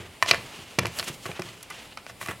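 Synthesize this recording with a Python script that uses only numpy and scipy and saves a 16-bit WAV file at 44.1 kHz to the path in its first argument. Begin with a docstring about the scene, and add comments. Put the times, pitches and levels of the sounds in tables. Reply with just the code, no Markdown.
"""Fingers handle a phone body and claws scratch, very close to the microphone, in a small room.
The dry clicks are each a sharp push, ringing modes, one short note and a crumble of noise.
The scrapes are gritty swells of random ticks and hiss, the slow ones a faint rustle.
The thuds are soft, dull blows with low ringing. Under it all lies the hush of the room, as coloured noise."""
import sys
import numpy as np
from scipy import signal
from scipy.fft import rfft, irfft, next_fast_len
from scipy.io import wavfile

SR = 44100
rng = np.random.default_rng(int(sys.argv[2]) if len(sys.argv) > 2 else 0)


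def inscribe(sig):
    """Save sig as 16-bit PCM at rate SR to the path in sys.argv[1].

    A 1-D sig is mono; a 2-D sig holds one channel per row.
    Samples are clipped to [-1, 1] before scaling.
    """
    pcm = np.round(np.clip(np.atleast_2d(sig).T, -1, 1) * 32767)
    wavfile.write(sys.argv[1], SR, pcm.astype(np.int16))


N = 105840
TIME = np.arange(N) / SR  # seconds

# The room's hush. Each row: frequency in Hz, gain in dB.
HUSH_COLOUR = [(15, -32), (25, -3.5), (148, 3.5), (399, -3.5), (482, -1.5), (648, -3), (1050, -6.5),
               (1800, -15), (2010, -7), (3000, -9.5), (5140, -13.5), (6050, -21), (6920, -16),
               (9550, -14.5), (15500, -25.5)]
# The part of the hush that differs between the two ears. Each row: frequency in Hz, gain in dB.
WIDE_HUSH_COLOUR = [(15, -45), (25, -12), (160, 0.5), (368, -1), (537, -4), (2920, -8.5), (8350, -20.5),
                    (15500, -50)]
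HUSH_DB, HUSH_WAVER_DB, HUSH_WAVER_HZ = -50, 2.5, 2.7
WIDE_HUSH_DB = -63

# Room tail; its level is set before the dulling
ROOM_T60_S, ROOM_DB, ROOM_DULL_HZ, ROOM_DELAY_S = 0.27, -12.5, 4500, 0.0031
SIDE_DB = -38  # the room's width
PAN_DB = -0.5  # left against right

# Soft dull thuds. Each row: start in seconds, level in dB, dull above this many Hz,
# dying time in seconds.
THUDS = [(.002, -45.5, 394, 0.08), (.227, -42, 454, 0.026), (0.3142, -36.5, 603, 0.041),
         (.38, -47, 248, 0.084), (.59, -46.5, 397, .04), (.7858, -20, 403, 0.0076),
         (.812, -32.5, 255, 0.038), (0.8506, -23.5, 950, 0.0023), (0.864, -35, 250, .025),
         (0.999, -48.5, 500, 0.069), (1.099, -34, 480, 0.012), (1.258, -35.5, 710, 0.011),
         (1.293, -31.5, 780, .01), (1.394, -24, 765, 0.0043), (1.45, -48.5, 397, 0.1),
         (2.11, -52, 250, 0.04), (2.221, -48.5, 300, .04), (2.288, -35.5, 450, 0.024)]
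# Tone of a thud. Each row: frequency in Hz, gain in dB.
THUD_COLOUR = [(25, -38), (55, -14), (85, -0.5), (130, 8.5), (180, 4.5), (250, -3.5), (380, 2.5), (600, 1),
               (1000, -0.5)]
# What rings under a thud. Each row: frequency in Hz, level before colouring in dB, T60 in seconds.
THUD_MODES = [(81.6, -44.5, 0.22), (105, -47, 0.13), (177.7, -52, 0.14), (243.5, -51.5, 0.17),
              (347.4, -41, 0.065), (428, -57, 0.085)]
THUD_TAIL_DB = 0.5   # shower energy against the first push
BASS_CYCLES = 1.03   # tones that fit fewer cycles into a blow are hardly driven

# Gritty scrapes. Each row: time of the peak in seconds, rise time in seconds, fall time in seconds,
# level before brightening in dB, bite near 4.5 kHz in dB, top near 11 kHz in dB.
SCRAPES = [(.02, 0.22, 0.083, -40, -9, -7), (0.233, 0.0016, 0.0077, -30.5, -8, 6),
           (.291, 0.015, 0.023, -30.5, 6.5, 1), (.305, 0.018, .014, -29.5, -2, -7),
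           (0.336, 0.03, .036, -28.5, -9.5, -9), (0.461, 0.0079, 0.016, -46.5, 3, 1),
           (0.578, 0.3, 0.33, -43, -2.5, -3.5), (0.835, 0.0076, 0.0046, -28.5, -17, -10),
           (0.868, 0.027, 0.15, -43, -0.5, 0), (0.989, 0.031, 0.032, -34, -8, 7),
           (1.043, 0.0092, 0.011, -42, 1, 13), (1.084, 0.015, 0.016, -29.5, -1.5, 2.5),
           (1.14, .01, 0.015, -52, 10, 14.5), (1.24, .025, 0.026, -52, 9.5, 13),
           (1.268, 0.014, 0.046, -33, -8.5, -1), (1.36, 0.015, 0.036, -39, -6, -11),
           (1.46, .06, 0.18, -41.5, -4, -1.5), (1.729, 0.023, 0.058, -43, -1.5, -3),
           (1.789, 0.031, 0.064, -40, -3.5, -9), (1.931, 0.036, 0.0058, -45, -2, -20),
           (1.985, 0.0087, 0.032, -41.5, -6.5, -16), (2.099, 0.019, 0.013, -42, -2, 1.5),
           (2.22, 0.018, 0.041, -44, -0.5, 10), (2.312, 0.039, 0.015, -29, -15.5, -3.5)]
# Tone of the friction. Each row: frequency in Hz, gain in dB.
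SCRAPE_COLOUR = [(80, -17.5), (300, -5), (700, -4.5), (1500, -5.5), (2300, -3), (2950, 0.5), (3600, -4),
                 (5300, -8), (7000, -9), (12000, -19.5), (16000, -27)]
TICKS_PER_S, TICK_SPREAD_DB = 2800, 5.5
HISS_DB = 9.5  # hiss against the ticks
FLUTTER_HZ, FLUTTER_DB = 23.3, 1.9  # fastest swelling of the friction, and its depth

# Dry clicks. Each row: start in seconds, level before brightening in dB, bite near 4.5 kHz in dB,
# top near 11 kHz in dB, crumble time in seconds, crumble energy against the first push in dB,
# short note in Hz.
CLICKS = [(0.2256, -16, -1.5, 3, 0.0017, -1, 1070), (0.261, -33.5, 1.5, 1, 0.0011, 4, 3000),
          (0.3112, -15.5, 7.5, 2.5, 0.0015, 5, 1420), (.3365, -26, -20, -10, 0.001, -5, 1800),
          (0.3448, -24, -14, -4, 0.00049, 25, 1700), (0.788, -21.5, 5, 7.5, 0.0018, 2.5, 1900),
          (.7915, -27, 5.5, 15.5, 0.00093, 16, 1410), (0.8565, -28, -1.5, 5, 0.0013, -2, 2900),
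          (.8682, -33.5, -5, 15.5, 0.00093, -1, 2230), (.987, -37, 9, 21, 0.0018, 18, 4470),
          (.9965, -32.5, 8.5, 14, 0.00066, 5, 4400), (1.0022, -37.5, 10, -10, 0.0015, 0, 885),
          (1.028, -36, 0, 5, .0025, -7, 2400), (1.255, -34.5, -16, 3, 0.001, 12.5, 675),
          (1.262, -37, 1, 10, 0.0025, 1, 1110), (1.315, -38, -2.5, 0, 0.0011, 6, 2480),
          (1.3962, -40.5, 2, 11, 0.0017, -3, 1160), (1.42, -37.5, 4, 11, .001, 4, 1820),
          (1.488, -50, 9, 8, 0.0016, 6, 2360), (1.6288, -52.5, 9, 33, 0.0018, 3, 7160),
          (1.701, -44.5, 4.5, 20, 0.0024, 13.5, 2140), (1.706, -36, -6, 1, 0.0034, 10, 1240),
          (1.9727, -35.5, -4.5, 2.5, 0.0018, 14, 1220), (2.0657, -40, -3, 1, 0.0013, -9, 655),
          (2.096, -41, -4, 7, .0035, 9, 2110), (2.213, -33.5, -9, 13.5, 0.0019, 4, 1190),
          (2.228, -38.5, -5, 4, 0.0012, 0, 1790), (2.261, -38.5, -0.5, 18, 0.0014, 1, 1200),
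          (2.274, -45, 0, 21, 0.00065, 5, 700), (2.286, -30.5, -7, -5, 0.0016, 0, 1780),
          (2.29, -47, -1, 20, 0.0015, 19, 1100), (2.299, -39, -14, -7, 0.00067, 15, 1650),
          (2.311, -36, -39, 9, .0015, 8, 1550)]
# Tone of a click. Each row: frequency in Hz, gain in dB.
CLICK_COLOUR = [(60, -24), (250, -17.5), (550, 1.5), (1100, 0.5), (2600, 1), (3400, -4.5), (5400, -5),
                (6600, -12), (12000, -22), (16000, -41)]
# What rings under a click. Each row: frequency in Hz, level before colouring in dB, T60 in seconds.
CLICK_MODES = [(625, -54, 0.09), (668, -42, 0.079), (1131, -30.5, 0.023), (1290, -39, 0.038),
               (1480, -37, 0.051), (1800, -36, 0.048), (2024, -31.5, 0.037), (2365, -31.5, 0.018),
               (2974, -34, 0.017), (3960, -34.5, .014), (4410, -25.5, 0.0048), (4800, -55, 0.011)]
CLICK_SPAN_S = 0.0065  # the level is the rms over twice this span
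SHOWER_RISE_S = 0.0045  # for clicks and thuds alike
NOTE_DB, NOTE_T60_S = -27, 0.011

CLIP_LEVEL, CUTOFF_HZ = 0.88, 16400


def from_db(db):
    """Decibels to gain."""
    return 10 ** (np.asarray(db) / 20)


def rms_one(x):
    """Scale to rms 1."""
    return x / np.sqrt(np.mean(x ** 2) + 1e-20)


def unit_energy(x):
    """Scale to a total energy of 1."""
    return x / np.sqrt(np.sum(x ** 2) + 1e-20)


def colour(x, points):
    """Causal (minimum-phase) equaliser through (Hz, dB) points."""
    size = 2 * next_fast_len(len(x))
    hz, db = np.transpose(points)
    grid = np.maximum(np.arange(size // 2 + 1) * SR / size, 1)
    gain_db = np.interp(np.log(grid), np.log(hz), db)
    # Folding the cepstrum onto positive time gives the minimum phase
    cepstrum = irfft(np.log(from_db(gain_db)))
    cepstrum[1:size // 2] *= 2
    cepstrum[size // 2 + 1:] = 0
    response = np.exp(rfft(cepstrum))
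    return irfft(rfft(x, size) * response)[:len(x)]


def brighten(x, bite_db, top_db):
    """The sharpness of one contact: lifts or cuts the bite and the top."""
    return colour(x, [(1800, 0.036), (4500, bite_db), (11000, top_db)])


def lowpass(x, hz):
    """Second-order low-pass."""
    return signal.sosfilt(signal.butter(2, min(hz, SR / 2 - 100), fs=SR, output="sos"), x)


def highpass(x, hz):
    """Second-order high-pass."""
    return signal.sosfilt(signal.butter(2, hz, "high", fs=SR, output="sos"), x)


def drift(hz):
    """Slow random wander of rms 1, with the filter's first second dropped."""
    return rms_one(lowpass(rng.standard_normal(N + SR), hz)[SR:])


def add(out, s, x):
    """Mix x in at time s."""
    start = max(int(s * SR), 0)
    out[start:start + len(x)] += x[:N - start]


def hush():
    """The air of the room: gently wavering noise, slightly different in each ear."""
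    level = from_db(HUSH_DB + HUSH_WAVER_DB * drift(HUSH_WAVER_HZ))
    mid = level * rms_one(colour(rng.standard_normal(N), HUSH_COLOUR))
    side = from_db(WIDE_HUSH_DB) * rms_one(colour(rng.standard_normal(N), WIDE_HUSH_COLOUR))
    return np.array([mid + side, mid - side])


def room(x):
    """A short, dull, diffuse tail of decaying noise, drawn afresh at each call."""
    t = TIME[:SR // 2]
    decay = from_db(-60 * t / ROOM_T60_S)
    tail = rng.standard_normal(len(t)) * decay * (t > ROOM_DELAY_S)
    return signal.fftconvolve(x, lowpass(unit_energy(tail), ROOM_DULL_HZ))[:N]


def blow(tail_s, tail_db, size=12000):
    """One sharp push, then a shower of tiny ones that swells and dies."""
    t = TIME[:size]
    shower = rng.standard_normal(size) * np.exp(-t / tail_s) * (1 - np.exp(-t / SHOWER_RISE_S))
    push = from_db(tail_db) * unit_energy(shower)
    push[0] = 1
    return push


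def ring(x, modes):
    """The push itself plus the damped resonances that it sets ringing."""
    out = x.copy()
    for hz, db, t60 in modes:
        decay = from_db(-60 / (t60 * SR))  # per sample
        turn = 2 * np.pi * hz / SR
        zeros = [1, -decay * np.cos(turn)]
        poles = [1, -2 * decay * np.cos(turn), decay * decay]
        out += from_db(db) * signal.lfilter(zeros, poles, x + 1e-18)
    return out


def dull_thuds():
    """Soft blows that set low modes ringing; the briefer the blow, the less bass it drives."""
    out = np.zeros(N)
    for s, db, dull_hz, dying_s in THUDS:
        thud = colour(ring(blow(dying_s, THUD_TAIL_DB), THUD_MODES), THUD_COLOUR)
        thud = highpass(thud, BASS_CYCLES / dying_s)
        thud = unit_energy(lowpass(thud, dull_hz))
        add(out, s, from_db(db) * np.sqrt(dying_s * SR) * thud)
    return out


def scrapes():
    """Friction as random ticks over a hiss; each scrape swells and dies away."""
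    sizes = from_db(TICK_SPREAD_DB * np.minimum(rng.exponential(1, N), 4))
    sizes = sizes * rng.choice([-1, 1], N)
    ticks = rms_one(sizes * (rng.random(N) < TICKS_PER_S / SR))
    grit = ticks + from_db(HISS_DB) * rng.standard_normal(N)
    flutter = from_db(FLUTTER_DB * drift(FLUTTER_HZ))
    friction = rms_one(colour(grit * flutter, SCRAPE_COLOUR))
    out = np.zeros(N)
    for s, rise_s, fall_s, db, bite_db, top_db in SCRAPES:
        swell = np.exp(-np.maximum((s - TIME) / rise_s, (TIME - s) / fall_s))
        stretch = np.roll(friction, rng.integers(N))  # each scrape starts elsewhere in the friction
        out += from_db(db) * swell * brighten(stretch, bite_db, top_db)
    return out


def dry_clicks():
    """A sharp push rings a set of modes and one short note, with a crumble of tiny pushes after it."""
    out = np.zeros(N)
    for s, db, bite_db, top_db, crumble_s, crumble_db, note_hz in CLICKS:
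        modes = list(CLICK_MODES) + [(note_hz, NOTE_DB, NOTE_T60_S)]
        snap = blow(crumble_s, crumble_db)
        click = unit_energy(colour(ring(snap, modes), CLICK_COLOUR))
        level = from_db(db) * np.sqrt(2 * CLICK_SPAN_S * SR)
        add(out, s, level * brighten(click, bite_db, top_db))
    return out


def scene():
    """The handling and scratching are almost dead ahead; the room adds a trace of width."""
    contacts = dry_clicks() + dull_thuds() + scrapes()
    mid = contacts + from_db(ROOM_DB) * room(contacts)
    side = from_db(SIDE_DB) * room(contacts)
    left = (mid + side) * from_db(PAN_DB / 2)
    right = (mid - side) * from_db(-PAN_DB / 2)
    return np.array([left, right]) + hush()


def record(dry):
    clipped = np.clip(dry, -CLIP_LEVEL, CLIP_LEVEL)
    return signal.sosfilt(signal.cheby2(28, 70, CUTOFF_HZ, fs=SR, output="sos"), clipped)


dry = scene()
out = record(dry)
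inscribe(out)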